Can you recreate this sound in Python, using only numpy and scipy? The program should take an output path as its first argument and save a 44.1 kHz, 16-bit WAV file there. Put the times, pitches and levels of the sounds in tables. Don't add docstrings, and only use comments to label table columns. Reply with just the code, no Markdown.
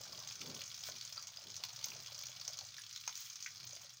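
import sys
import numpy as np
from scipy import signal
from scipy.fft import rfft, irfft
from scipy.io import wavfile

SR = 44100
rng = np.random.default_rng(int(sys.argv[2]) if len(sys.argv) > 2 else 0)


def persist_wave(psi):
    counts = np.round(np.clip(psi, -1, 1) * 32767).astype(np.int16)
    wavfile.write(sys.argv[1], SR, np.atleast_2d(counts).T)


N = 176400
TIME = np.arange(N) / SR


def from_db(db):
    return 10 ** (np.asarray(db) / 20)


def unit_rms(x):
    return x / np.sqrt(np.mean(x ** 2) + 1e-20)


def gain_curve(rows):
    return from_db(np.interp(TIME, *np.transpose(rows)))


def swell(middle_s, half_s):
    return np.exp(-.5 * ((TIME - middle_s) / half_s) ** 2)


def add(out, start_s, x):
    i = int(np.clip(start_s * SR, 0, N - 1))
    out[i:i + len(x)] += x[:N - i]


def lowpass(x, top_hz):
    return signal.sosfilt(signal.butter(2, top_hz, fs=SR, output="sos"), x)


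def colour(x, spectrum):
    size = 2 * N
    hz, db = np.transpose(spectrum)
    bin_hz = np.arange(N + 1) * SR / size
    gain = unit_rms(from_db(np.interp(np.log(bin_hz + 1), np.log(hz), db)))
    cepstrum = irfft(np.log(gain))
    cepstrum[1:N] *= 2
    cepstrum[N + 1:] = 0
    return irfft(rfft(x, size) * np.exp(rfft(cepstrum)))[:N]


def resonate(x, hz, width_hz):
    radius = np.exp(-np.pi * width_hz / SR)
    feedback = [1, -2 * radius * np.cos(2 * np.pi * hz / SR), radius ** 2]
    return signal.lfilter(np.array([1, 0, -1]) * (1 - radius ** 2) / 2, feedback, x + 1e-18)


def grains(per_s, spread_db):
    sizes = from_db(spread_db * np.minimum(rng.exponential(1, N), 4)) * rng.choice([-1, 1], N)
    return sizes * (rng.random(N) < per_s / SR)


def crackle(per_s, spread_db, decay_s):
    t = TIME[:SR // 100]
    landings = grains(per_s, spread_db)
    burst = rng.standard_normal(len(t)) * np.exp(-t / decay_s)
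    return unit_rms(signal.fftconvolve(landings, burst)[:N])


def ring(hz, width_hz, t):
    wander = np.cumsum(rng.standard_normal(len(t))) * np.sqrt(2 * np.pi * width_hz / SR)
    return unit_rms(np.sin(2 * np.pi * hz * t + wander))


def smack(pitch_hz, width_hz=1470, ring_share=0.8, decay_s=0.0043):
    t = TIME[:SR // 60]
    noise = np.sqrt(1 - ring_share) * rng.standard_normal(len(t))
    tone = np.sqrt(ring_share) * ring(pitch_hz, width_hz, t)
    return (noise + tone) * np.exp(-(t / decay_s) ** 0.97)


# time_s, level_db
STREAM_FLOW = [(0.0, -52), (0.25, -52.5), (0.3, -51.5), (0.96, -52.5), (1.4, -55), (1.9, -52), (2.66, -54),
               (3.26, -53.5), (3.88, -55), (4.0, -60.5)]
# start_s, relative_level_db, pitch_hz
HEAVY_DROPS = [(0.0443, -41, 5170), (0.1234, -42, 5070), (0.2742, -32, 6400), (0.3005, -36, 5000),
               (0.3232, -33.5, 5870), (0.415, -26.5, 3594), (0.499, -33, 4320), (0.5476, -32, 5640),
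               (0.616, -28, 3330), (0.638, -32.5, 6370), (0.6779, -35, 5770), (0.7147, -35.5, 3440),
               (0.7913, -37, 6180), (0.807, -35, 6400), (0.837, -28.5, 4960), (0.8974, -34, 6340),
               (0.9673, -36.5, 5100), (1.0113, -29, 4220), (1.0503, -31.5, 6570), (1.1247, -32.5, 5040),
               (1.1706, -34, 4520), (1.2252, -36.5, 6330), (1.271, -32, 6010), (1.3717, -40, 5000),
               (1.4177, -40.5, 6450), (1.4703, -36.5, 4270), (1.542, -39, 5540), (1.5651, -30, 6320),
               (1.6373, -23, 4030), (1.65, -34, 5700), (1.692, -34, 4360), (1.828, -35, 4340),
               (1.8422, -23.5, 5896), (2.0698, -41, 5800), (2.1198, -35.5, 4230), (2.1898, -32, 5620),
               (2.2116, -36.5, 5100), (2.236, -34, 3330), (2.268, -32, 6170), (2.413, -31.5, 4670),
               (2.4495, -35.5, 4820), (2.4784, -25, 5780), (2.5327, -32.5, 5260), (2.5885, -29, 4790),
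               (2.61, -40, 5030), (2.6503, -36, 6550), (2.781, -36, 6070), (2.9274, -36.5, 6140),
               (2.961, -29, 4410), (3.0767, -27, 5580), (3.1546, -32, 6470), (3.1752, -32.5, 6240),
               (3.3567, -33, 6120), (3.4254, -30.5, 5780), (3.4617, -34, 5500), (3.692, -35.5, 6440),
               (3.7516, -35.5, 6300)]
# frequency_hz, relative_level_db
SPLASH_SPECTRUM = [(300, -34), (650, -26), (1400, -7.5), (1700, -14.5), (2300, -6), (2800, -9), (3350, -3),
                   (3750, -7), (4400, -2.5), (5800, -1.5), (6500, 0), (7100, -8), (8500, -16.5),
                   (10000, -17), (11700, -29), (14000, -17), (15000, -2.5), (16000, -13)]


def stream(drops_per_s=76, low_hz=3040, high_hz=7224):
    mist = from_db(-7) * crackle(per_s=900, spread_db=2.5, decay_s=0.0014)
    hiss = from_db(-7.5) * rng.standard_normal(N)
    spatter = unit_rms(grains(per_s=4000, spread_db=3.9)) * spatter_strength()
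    heavy, ordinary = np.zeros(N), np.zeros(N)
    for start_s, level_db, pitch_hz in HEAVY_DROPS:
        add(heavy, start_s, from_db(level_db - 12.5) * smack(pitch_hz))
    for k, (jitter, pitch_draw, size_draw) in enumerate(rng.random((int(drops_per_s * N / SR), 3))):
        start_s = (k + 2 * jitter - 1) / drops_per_s
        level_db = -0.5 + 3 * min(-np.log(size_draw), 2.2)
        pitch_hz = low_hz * (high_hz / low_hz) ** pitch_draw
        add(ordinary, start_s, from_db(level_db) * smack(pitch_hz))
    patter = gain_curve(STREAM_FLOW) * (ordinary + lowpass(mist + hiss, top_hz=8300))
    return colour(heavy + spatter + patter, SPLASH_SPECTRUM)


# frequency_hz, relative_level_db
SPRAY_SPECTRUM = [(4000, -41), (7500, -7.5), (9700, -10.5), (11700, -17), (14000, -8.5), (15000, 6.5),
                  (16000, -5.5)]
# start_s, level_db, pitch_hz
SPRAY_TICKS = [(.547, -51, 9500), (1.051, -50, 9500), (1.65, -45, 15200), (1.843, -43, 15400),
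               (1.8565, -38, 15000), (2.19, -43, 15300), (2.237, -44, 15200), (2.796, -48.5, 9600),
               (3.206, -42, 15400), (3.652, -44.5, 15400), (3.752, -52.5, 9700)]


def spray(decay_s=0.0022, width_hz=950):
    t = TIME[:SR // 100]
    strength = gain_curve(STREAM_FLOW) + from_db(-8) * spatter_strength()
    droplets = crackle(per_s=450, spread_db=5, decay_s=decay_s)
    out = from_db(-16) * strength * colour(droplets, SPRAY_SPECTRUM)
    for start_s, level_db, pitch_hz in SPRAY_TICKS:
        tick = ring(pitch_hz, width_hz, t) * np.exp(-t / decay_s)
        add(out, start_s, from_db(level_db) * resonate(tick, pitch_hz, 2 * width_hz))
    return out


# time_s, relative_level_db
PUDDLE_PATTER = [(0, -63.5), (.12, -58.5), (.35, -68), (.62, -65), (.75, -70), (1.35, -68), (1.5, -65),
                 (1.95, -62.5), (2.25, -67), (2.62, -65.5), (2.9, -88), (3.5, -81), (3.75, -63), (4, -82)]


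def puddle(bubble_q=9.6):
    pitches_hz = np.geomspace(560, 1550, 16)
    clicks = grains(per_s=420, spread_db=4.3)
    pitch_index = rng.integers(0, len(pitches_hz), N)
    bubbles = sum(resonate(clicks * (pitch_index == k), hz, hz / bubble_q) / hz
                  for k, hz in enumerate(pitches_hz))
    return from_db(-3.5) * gain_curve(PUDDLE_PATTER) * unit_rms(bubbles)


# time_s, level_db
RUMBLE_LEVEL = [(0.0, -66), (0.5, -67), (0.95, -67), (1.45, -75), (1.53, -68), (2.85, -69.5), (2.9, -73.5),
                (3.5, -75), (3.64, -62), (3.72, -70), (4.0, -76)]
# frequency_hz, relative_level_db
RUMBLE_SPECTRUM = [(20, -31), (50, -17.5), (75, -13), (100, 2.5), (112, -2), (124, 4), (145, -3.5),
                   (200, -14), (300, -22), (1000, -30), (4000, -56)]


def rumble():
    return gain_curve(RUMBLE_LEVEL) * unit_rms(colour(rng.standard_normal(N), RUMBLE_SPECTRUM))


def yard_echoes(x, delay_s=0.007, decay_s=0.026, wall_delay_s=0.013):
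    t = TIME[:SR // 4]
    wall = from_db(-8.5) * swell(wall_delay_s, half_s=0.0017)[:len(t)]
    echoes = rng.standard_normal(len(t)) * (np.exp(-t / decay_s) + wall) * (t > delay_s)
    echoes /= np.sqrt(np.sum(echoes ** 2))
    return lowpass(signal.fftconvolve(x, echoes)[:N], top_hz=11100)


# start_s, level_db, pitch_hz, decay_s
DULL_PLOPS = [(.093, -52, 675, 0.0035), (.888, -41.5, 656, 0.003), (.887, -46, 1330, 0.0047),
              (1.176, -51.5, 1234, 0.014), (1.637, -47.5, 996, 0.0042), (1.918, -43.5, 2490, 0.0034),
              (2.48, -54, 670, 0.0094), (2.613, -53.5, 714, 0.008), (2.783, -47, 1733, 0.0047),
              (3.077, -37.5, 1242, 0.0033), (3.077, -45.5, 2176, 0.0071), (3.091, -46.5, 1440, 0.0032),
              (3.4615, -35.5, 2316, 0.0028), (3.4619, -44, 1510, 0.0026), (3.468, -47.5, 2010, 0.0072)]


def plops():
    out, t = np.zeros(N), TIME[:SR // 12]
    for start_s, level_db, pitch_hz, decay_s in DULL_PLOPS:
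        width_hz = 0.23 * pitch_hz
        tone = unit_rms(resonate(ring(pitch_hz, width_hz, t), pitch_hz, 2 * width_hz))
        add(out, start_s, from_db(level_db) * tone * np.exp(-t / decay_s))
    return out


# middle_s, half_length_s, level_db, top_hz
COW_PUFFS = [(0.148, 0.063, -66, 900), (0.498, 0.055, -52, 560), (0.928, 0.045, -66.5, 590),
             (1.481, 0.027, -65, 710), (1.955, 0.056, -65.5, 825), (3.674, 0.12, -77.5, 800)]
# frequency_hz, relative_level_db
PUFF_SPECTRUM = [(40, -33), (120, -2), (200, -3), (290, -7.5), (400, -6.5), (700, -11), (1400, -8),
                 (3000, -17)]


def cattle():
    air = colour(rng.standard_normal(N), PUFF_SPECTRUM)
    return sum(from_db(level_db) * swell(middle_s, half_s) * unit_rms(lowpass(air, top_hz))
               for middle_s, half_s, level_db, top_hz in COW_PUFFS)


# middle_s, half_length_s, level_db
SPATTER_RUNS = [(0.872, 0.015, -44.5), (1.87, 0.044, -57), (3.222, 0.061, -52.5)]


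def spatter_strength():
    return sum(from_db(level_db) * swell(middle_s, half_s) for middle_s, half_s, level_db in SPATTER_RUNS)


# start_s, level_db, start_pitch_hz
BUBBLE_PLINKS = [(1.178, -33.5, 4520), (1.372, -38, 4780), (1.842, -35.5, 6080), (3.078, -30, 6140)]


def plinks(decay_s=0.0037, rise_share=0.085):
    out, t = np.zeros(N), TIME[:SR // 25]
    envelope = np.exp(-t / decay_s)
    for start_s, level_db, start_pitch_hz in BUBBLE_PLINKS:
        pitch_hz = start_pitch_hz * (1 + rise_share * (1 - envelope))
        add(out, start_s, from_db(level_db) * envelope * np.sin(2 * np.pi * np.cumsum(pitch_hz) / SR))
    return out


def scene():
    splashing = stream() + spray() + puddle() + plinks() + plops()
    return (splashing + from_db(-7) * yard_echoes(splashing) + cattle() + rumble())[None]


def record(dry, cutoff_hz=16100):
    return signal.sosfilt(signal.ellip(10, .5, 80, cutoff_hz, fs=SR, output="sos"), dry)


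dry = scene()
out = record(dry)
persist_wave(out)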